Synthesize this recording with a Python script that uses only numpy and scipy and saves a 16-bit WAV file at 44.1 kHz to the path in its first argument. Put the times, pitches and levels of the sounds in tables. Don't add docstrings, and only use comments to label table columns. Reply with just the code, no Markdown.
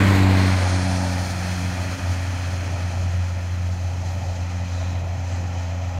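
import sys
import numpy as np
from scipy import signal
from scipy.fft import rfft, irfft, next_fast_len
from scipy.io import wavfile

SR = 44100
rng = np.random.default_rng(int(sys.argv[2]) if len(sys.argv) > 2 else 0)


def file_out(sig):
    cols = np.atleast_2d(sig).T
    lim = np.clip(cols, -1, 1)
    pcm = np.round(lim * 32767).astype(np.int16)
    wavfile.write(sys.argv[1], SR, pcm)


N = 264159

SPEED_M_PER_S, ROAD_DISTANCE_M = 17.74, 11.6
# time_s, half_length_s, rumble_rise_db, churn_rise_db
GUSTS = [(.03, 0.056, 2, 4), (1.45, .15, 1, 0.5), (2.082, 0.26, 4.5, 2.5), (2.7, 0.14, 4, 7),
         (3.08, 0.14, 7, 4), (4.14, 0.23, 6, 5.5), (5.03, 0.15, 6, 8.5), (5.46, 0.094, 5, 13.5)]


def from_db(db):
    return 10 ** (np.asarray(db) / 20)


def rms_one(x):
    return x / np.sqrt(np.mean(x ** 2) + 1e-20)


def in_time(rows):
    time_s, *columns = np.transpose(rows)
    return [np.interp(np.arange(N) / SR, time_s, column) for column in columns]


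def bell(centre_s, half_length_s):
    return np.exp(-((np.arange(N) / SR - centre_s) / half_length_s) ** 2 / 2)


def rises(events):
    return sum(np.outer(dbs, bell(time_s, half_s)) for time_s, half_s, *dbs in events)


def shaped_noise(gain_at):
    size = next_fast_len(N)
    hz = np.maximum(np.arange(size // 2 + 1) * SR / size, 1e-3)
    spectrum = rfft(rng.standard_normal(size)) * gain_at(hz)
    return rms_one(irfft(spectrum, size)[:N])


def drift(rate_hz):
    return shaped_noise(lambda hz: 1 / (1 + (hz / rate_hz) ** 2))


def coloured(spectrum):
    points_hz, level_db = np.transpose(spectrum)

    def gain_at(hz):
        skirts = np.minimum(1, np.minimum(hz / points_hz[0], points_hz[-1] / hz)) ** 12
        return skirts * from_db(np.interp(np.log(hz), np.log(points_hz), level_db))

    return shaped_noise(gain_at)


def receding(spectra, away):
    away = np.clip(away, 0, len(spectra) - 1)
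    blend = 0
    for stage, spectrum in enumerate(spectra):
        share = np.maximum(0, 1 - abs(away - stage))
        blend = blend + np.sqrt(share) * coloured(spectrum)
    return blend


def puffs(crank, away, depth, lead, blur):
    swing = depth * np.exp(-blur * away)
    return np.exp(swing * np.cos(crank - lead) - swing ** 2 / 2)


def passing(nearest_s, near_db, doubling_db, far_db):
    along_m = SPEED_M_PER_S * (np.arange(N) / SR - nearest_s)
    doublings = np.log2(np.hypot(along_m, ROAD_DISTANCE_M) / ROAD_DISTANCE_M)
    direct_db = near_db - doubling_db * doublings
    return 20 * np.log10(np.hypot(from_db(direct_db), from_db(far_db)))


def rumble(gust_db):
    # hz, relative_level_db
    rumble_colour = [(12, -21), (35, -13.5), (55, -5.5), (75, -11.5), (105, 5), (120, -1.5), (135, -3.5),
                     (160, -7), (190, -8), (215, -20.5), (236, -10), (260, -29), (320, -30)]
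    level_db = passing(nearest_s=0.33, near_db=-38.5, doubling_db=0.74, far_db=-51) + gust_db
    return from_db(level_db) * coloured(rumble_colour)


def churn(gust_db):
    # hz, relative_level_db
    churn_colour = [(20, -5), (60, 0), (150, 5.5), (240, 5), (320, 4), (410, -3.5), (490, -2.5), (600, -7)]
    level_db = passing(nearest_s=-0.49, near_db=-24, doubling_db=10, far_db=-62) + gust_db
    return from_db(level_db) * coloured(churn_colour)


def swells():
    # time_s, half_length_s, centre_hz, half_width_hz, peak_level_db; the first row is the singing
    swell_rows = [(1.35, .6, 4230, 70, -55), (4.15, 0.043, 10500, 2600, -63), (4.82, 0.13, 3930, 300, -51),
                  (5.34, 0.024, 7500, 550, -55.5)]
    total = 0
    for time_s, half_s, centre_hz, width_hz, db in swell_rows:
        band = shaped_noise(lambda hz: np.exp(-((hz - centre_hz) / width_hz) ** 2 / 2))
        total = total + from_db(db) * bell(time_s, half_s) * band
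    return total


def mist():
    # time_s, level_db
    mist_level = [(0, -50), (.18, -48), (.26, -53), (.54, -54.5), (.72, -64), (1.25, -55.5), (3.2, -65),
                  (5.99, -69)]
    # hz, relative_level_db
    mist_colour = [(10500, -1.5), (12500, -0.5), (14500, -5), (15700, -8)]
    level_db, = in_time(mist_level)
    return from_db(level_db) * coloured(mist_colour)


def ground_dip(x, width_hz):
    # time_s, centre_hz, depth (0-1)
    dip_path = [(0, 5300, 0.35), (.2, 5870, 0), (.35, 7350, 0.7), (.55, 7500, 0.4), (.8, 8100, 0.18)]
    hz, depth = in_time(dip_path)
    turn = np.exp(2j * np.pi * np.cumsum(hz) / SR)
    lowpass = signal.butter(1, width_hz, fs=SR, output="sos")
    band = signal.sosfilt(lowpass, x / turn) * turn
    return x - 2 * np.clip(depth, 0, 1) * band.real


def spray(away, surge_db):
    # hz, relative_level_db
    spray_colours = [
        [(2060, -28), (3500, -1), (4150, 3.5), (5610, -10.5), (6840, -4.5), (7910, -7.5), (9510, -18),
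         (10800, -33), (14000, -51), (22000, -120)],
        [(2060, -36), (3500, -5), (3790, -7.5), (4250, 2), (4710, -3), (5100, -1.5), (5480, -3), (5910, -2),
         (6650, -3), (7230, -9.5), (7950, -10), (8990, -7.5), (10800, -15.5), (14000, -49), (22000, -120)],
        [(2060, -19), (3500, -9.5), (4190, 1.5), (4410, -5), (5200, -1.5), (5560, -4), (5960, 0.5), (6520, 0),
         (7480, -7), (8140, -15.5), (10800, -27), (14000, -47), (22000, -120)],
    ]
    level_db = passing(nearest_s=0.37, near_db=-34.7, doubling_db=5.0, far_db=-56.5) + surge_db
    return from_db(level_db) * ground_dip(receding(spray_colours, away), width_hz=520)


def tyre_roar(crank, away, surge_db):
    # hz, relative_level_db
    tyre_colours = [
        [(590, -31), (1000, -4), (1130, -3), (1380, -4), (1560, 1), (1750, -2.5), (1900, 0.5), (2200, 0),
         (2350, -1.5), (2850, -8.5), (3700, -19), (4810, -39), (8140, -120)],
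        [(590, -43), (1000, -3), (1090, -5.5), (1210, 0), (1380, 1), (1870, 0.5), (2080, -4), (2350, -0.5),
         (2580, -2), (2830, -10.5), (3300, -6), (3700, -21), (4810, -31), (8140, -120)],
        [(590, -32), (1000, -4), (1120, -4), (1200, -0.5), (1320, 2.5), (1590, -5), (1830, 1.5), (2160, -3.5),
         (2520, 1.5), (2800, -8.5), (3040, -3.5), (3460, -10), (3700, -29), (4810, -42), (8140, -120)],
    ]
    # time_s, level_db
    tyre_level = [(0, -24.5), (.27, -28.5), (.52, -29.5), (.78, -33), (1.05, -35.5), (2.3, -37.5),
                  (3.8, -44), (5.99, -43.5)]
    level_db = in_time(tyre_level)[0] + surge_db + 0.32 * drift(12)
    pulsing = puffs(crank, away, depth=0.16, lead=-0.38, blur=0.6)
    return from_db(level_db) * receding(tyre_colours, away) * pulsing


def exhaust_rasp(crank, away, surge_db):
    # hz, relative_level_db
    rasp_colours = [
        [(260, -17), (450, -5), (519, -4.5), (555, -10), (642, -4), (792, -6), (1100, -4.5), (1430, -35),
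         (2420, -120)],
        [(260, -65), (450, -21), (555, 2), (831, 0), (969, -3.5), (1100, -20), (1430, -43), (2420, -120)],
        [(260, -17), (450, -8.5), (472, -8.5), (507, -1), (523, 1), (625, 0.5), (652, 4), (708, 1), (819, 2),
         (1100, -11), (1430, -47), (2420, -120)],
    ]
    level_db = passing(nearest_s=0.11, near_db=-29, doubling_db=9.5, far_db=-39.6) + surge_db
    level_db = level_db + 0.98 * drift(11.5)
    pulsing = puffs(crank, away, depth=0.26, lead=-0.96, blur=0.73)
    return from_db(level_db) * receding(rasp_colours, away) * pulsing


def fading(order):
    # multiple_of_firing_rate, time_s, half_length_s, change_db
    fades = [(1, 1.3, 0.091, -2), (1, 1.71, .07, -2), (1, 1.98, .03, -8), (1, 2.1, 0.026, 5),
             (1, 3.1, 0.091, 4), (1, 3.66, 0.23, 1.2), (2, .65, 0.075, -7.5), (2, 1.28, 0.045, -3),
             (2, 1.7, .1, 3), (2, 2.02, 0.091, -4), (2, 2.59, 0.41, -10), (2, 3.9, 0.053, -7),
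             (2, 4.6, .08, 6), (2, 5.4, 0.11, 3.5), (3, 0.2, 0.046, 3.5), (3, .62, 0.069, -9.5),
             (3, 1.41, 0.097, -13.5), (3, 2.12, 0.18, 1.5), (3, 3.21, 0.26, -10.5), (3, 4.05, 0.25, -6),
             (3, 5.08, .05, -10)]
    return sum(db * bell(time_s, half_s) for k, time_s, half_s, db in fades if round(k) == order)


def exhaust_drone(crank, away, waver, rough, shimmer):
    # multiple_of_firing_rate, relative_level_db
    overtones = [(2 / 3, -25.5), (4 / 3, -31), (3 / 2, -43), (5 / 2, -28), (8 / 3, -27), (7 / 2, -26),
                 (4, -26), (6, -27.5), (7.7, -29), (7.4, -36)]
    first_db = passing(nearest_s=0.21, near_db=-16.5, doubling_db=15, far_db=-25.0) + fading(order=1)
    second_db = passing(nearest_s=0.043, near_db=-23, doubling_db=7.5, far_db=-51) + fading(order=2)
    third_db = passing(nearest_s=0.19, near_db=-27.0, doubling_db=10.5, far_db=-45.5) + fading(order=3)
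    first = from_db(first_db) * np.cos(crank) * (1 + waver * away * drift(13))
    scatter = rough * away
    second_phase = 2 * crank + scatter * drift(14.0)
    second = from_db(second_db) * np.cos(second_phase) * (1 + scatter / 2 * drift(5.5))
    third = from_db(third_db) * np.cos(3 * crank)
    high = 0
    for k, db in overtones:
        in_phase = np.cos(k * crank) * (1 + shimmer * drift(4.9))
        quadrature = shimmer * drift(1.9) * np.sin(k * crank)
        high = high + from_db(db) * (in_phase + quadrature)
    high_db = first_db + 2.0 - 6.45 * away
    return -np.sqrt(2) * (first + second + third + from_db(high_db) * high)


def scene():
    # time_s, firing_hz
    firing_rate = [(0, 97.6), (.18, 95.5), (.33, 93.9), (.62, 91.8), (1.05, 90.4), (1.8, 89.6), (3, 89.0),
                   (4.3, 88.65), (5.99, 88.1)]
    # time_s, stage (0 alongside, 1 just past, 2 far off)
    departure = [(0, 0.41), (.25, 0.077), (.7, 0.89), (1.3, 1.21), (2.2, 1.46), (3.2, 1.69), (4.2, 1.87),
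                 (5.99, 1.99)]
    # time_s, half_length_s, rasp_db, tyre_db, spray_db
    surges = [(.28, .06, 1.5, -1, -2.3), (1.05, 0.15, 2.4, -0.5, 0), (3.45, 0.28, -2.5, 0, -1.8),
              (4.48, 0.077, -2.5, 1.5, 1.3), (4.782, 0.1, -.5, 2, 2.5), (5.03, .06, 0, -1, -2.2),
              (5.333, 0.047, .5, 1.2, 3.7), (5.6, .05, .5, 1.2, 2.3)]
    firing_hz, = in_time(firing_rate)
    away, = in_time(departure)
    crank = 2 * np.pi * np.cumsum(firing_hz) / SR + np.pi / 2
    rumble_gust_db, churn_gust_db = rises(GUSTS)
    rasp_surge_db, tyre_surge_db, spray_surge_db = rises(surges)
    air = rumble(rumble_gust_db) + churn(churn_gust_db)
    flurry = from_db(0.81 * drift(23))
    wet = flurry * (spray(away, spray_surge_db) + mist())
    tyres = tyre_roar(crank, away, tyre_surge_db)
    rasp = exhaust_rasp(crank, away, rasp_surge_db)
    drone = exhaust_drone(crank, away, waver=0.074, rough=0.24, shimmer=0.41)
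    return (air + swells() + wet + tyres + rasp + drone)[None]


def record(dry):
    from_edge = np.minimum(np.arange(N), np.arange(N)[::-1])
    edges = np.minimum(from_edge / (0.003 * SR), 1)
    lowpass = signal.ellip(12, 0.1, 90, 15700, fs=SR, output="sos")
    return signal.sosfilt(lowpass, dry * edges)


dry = scene()
out = record(dry)
file_out(out)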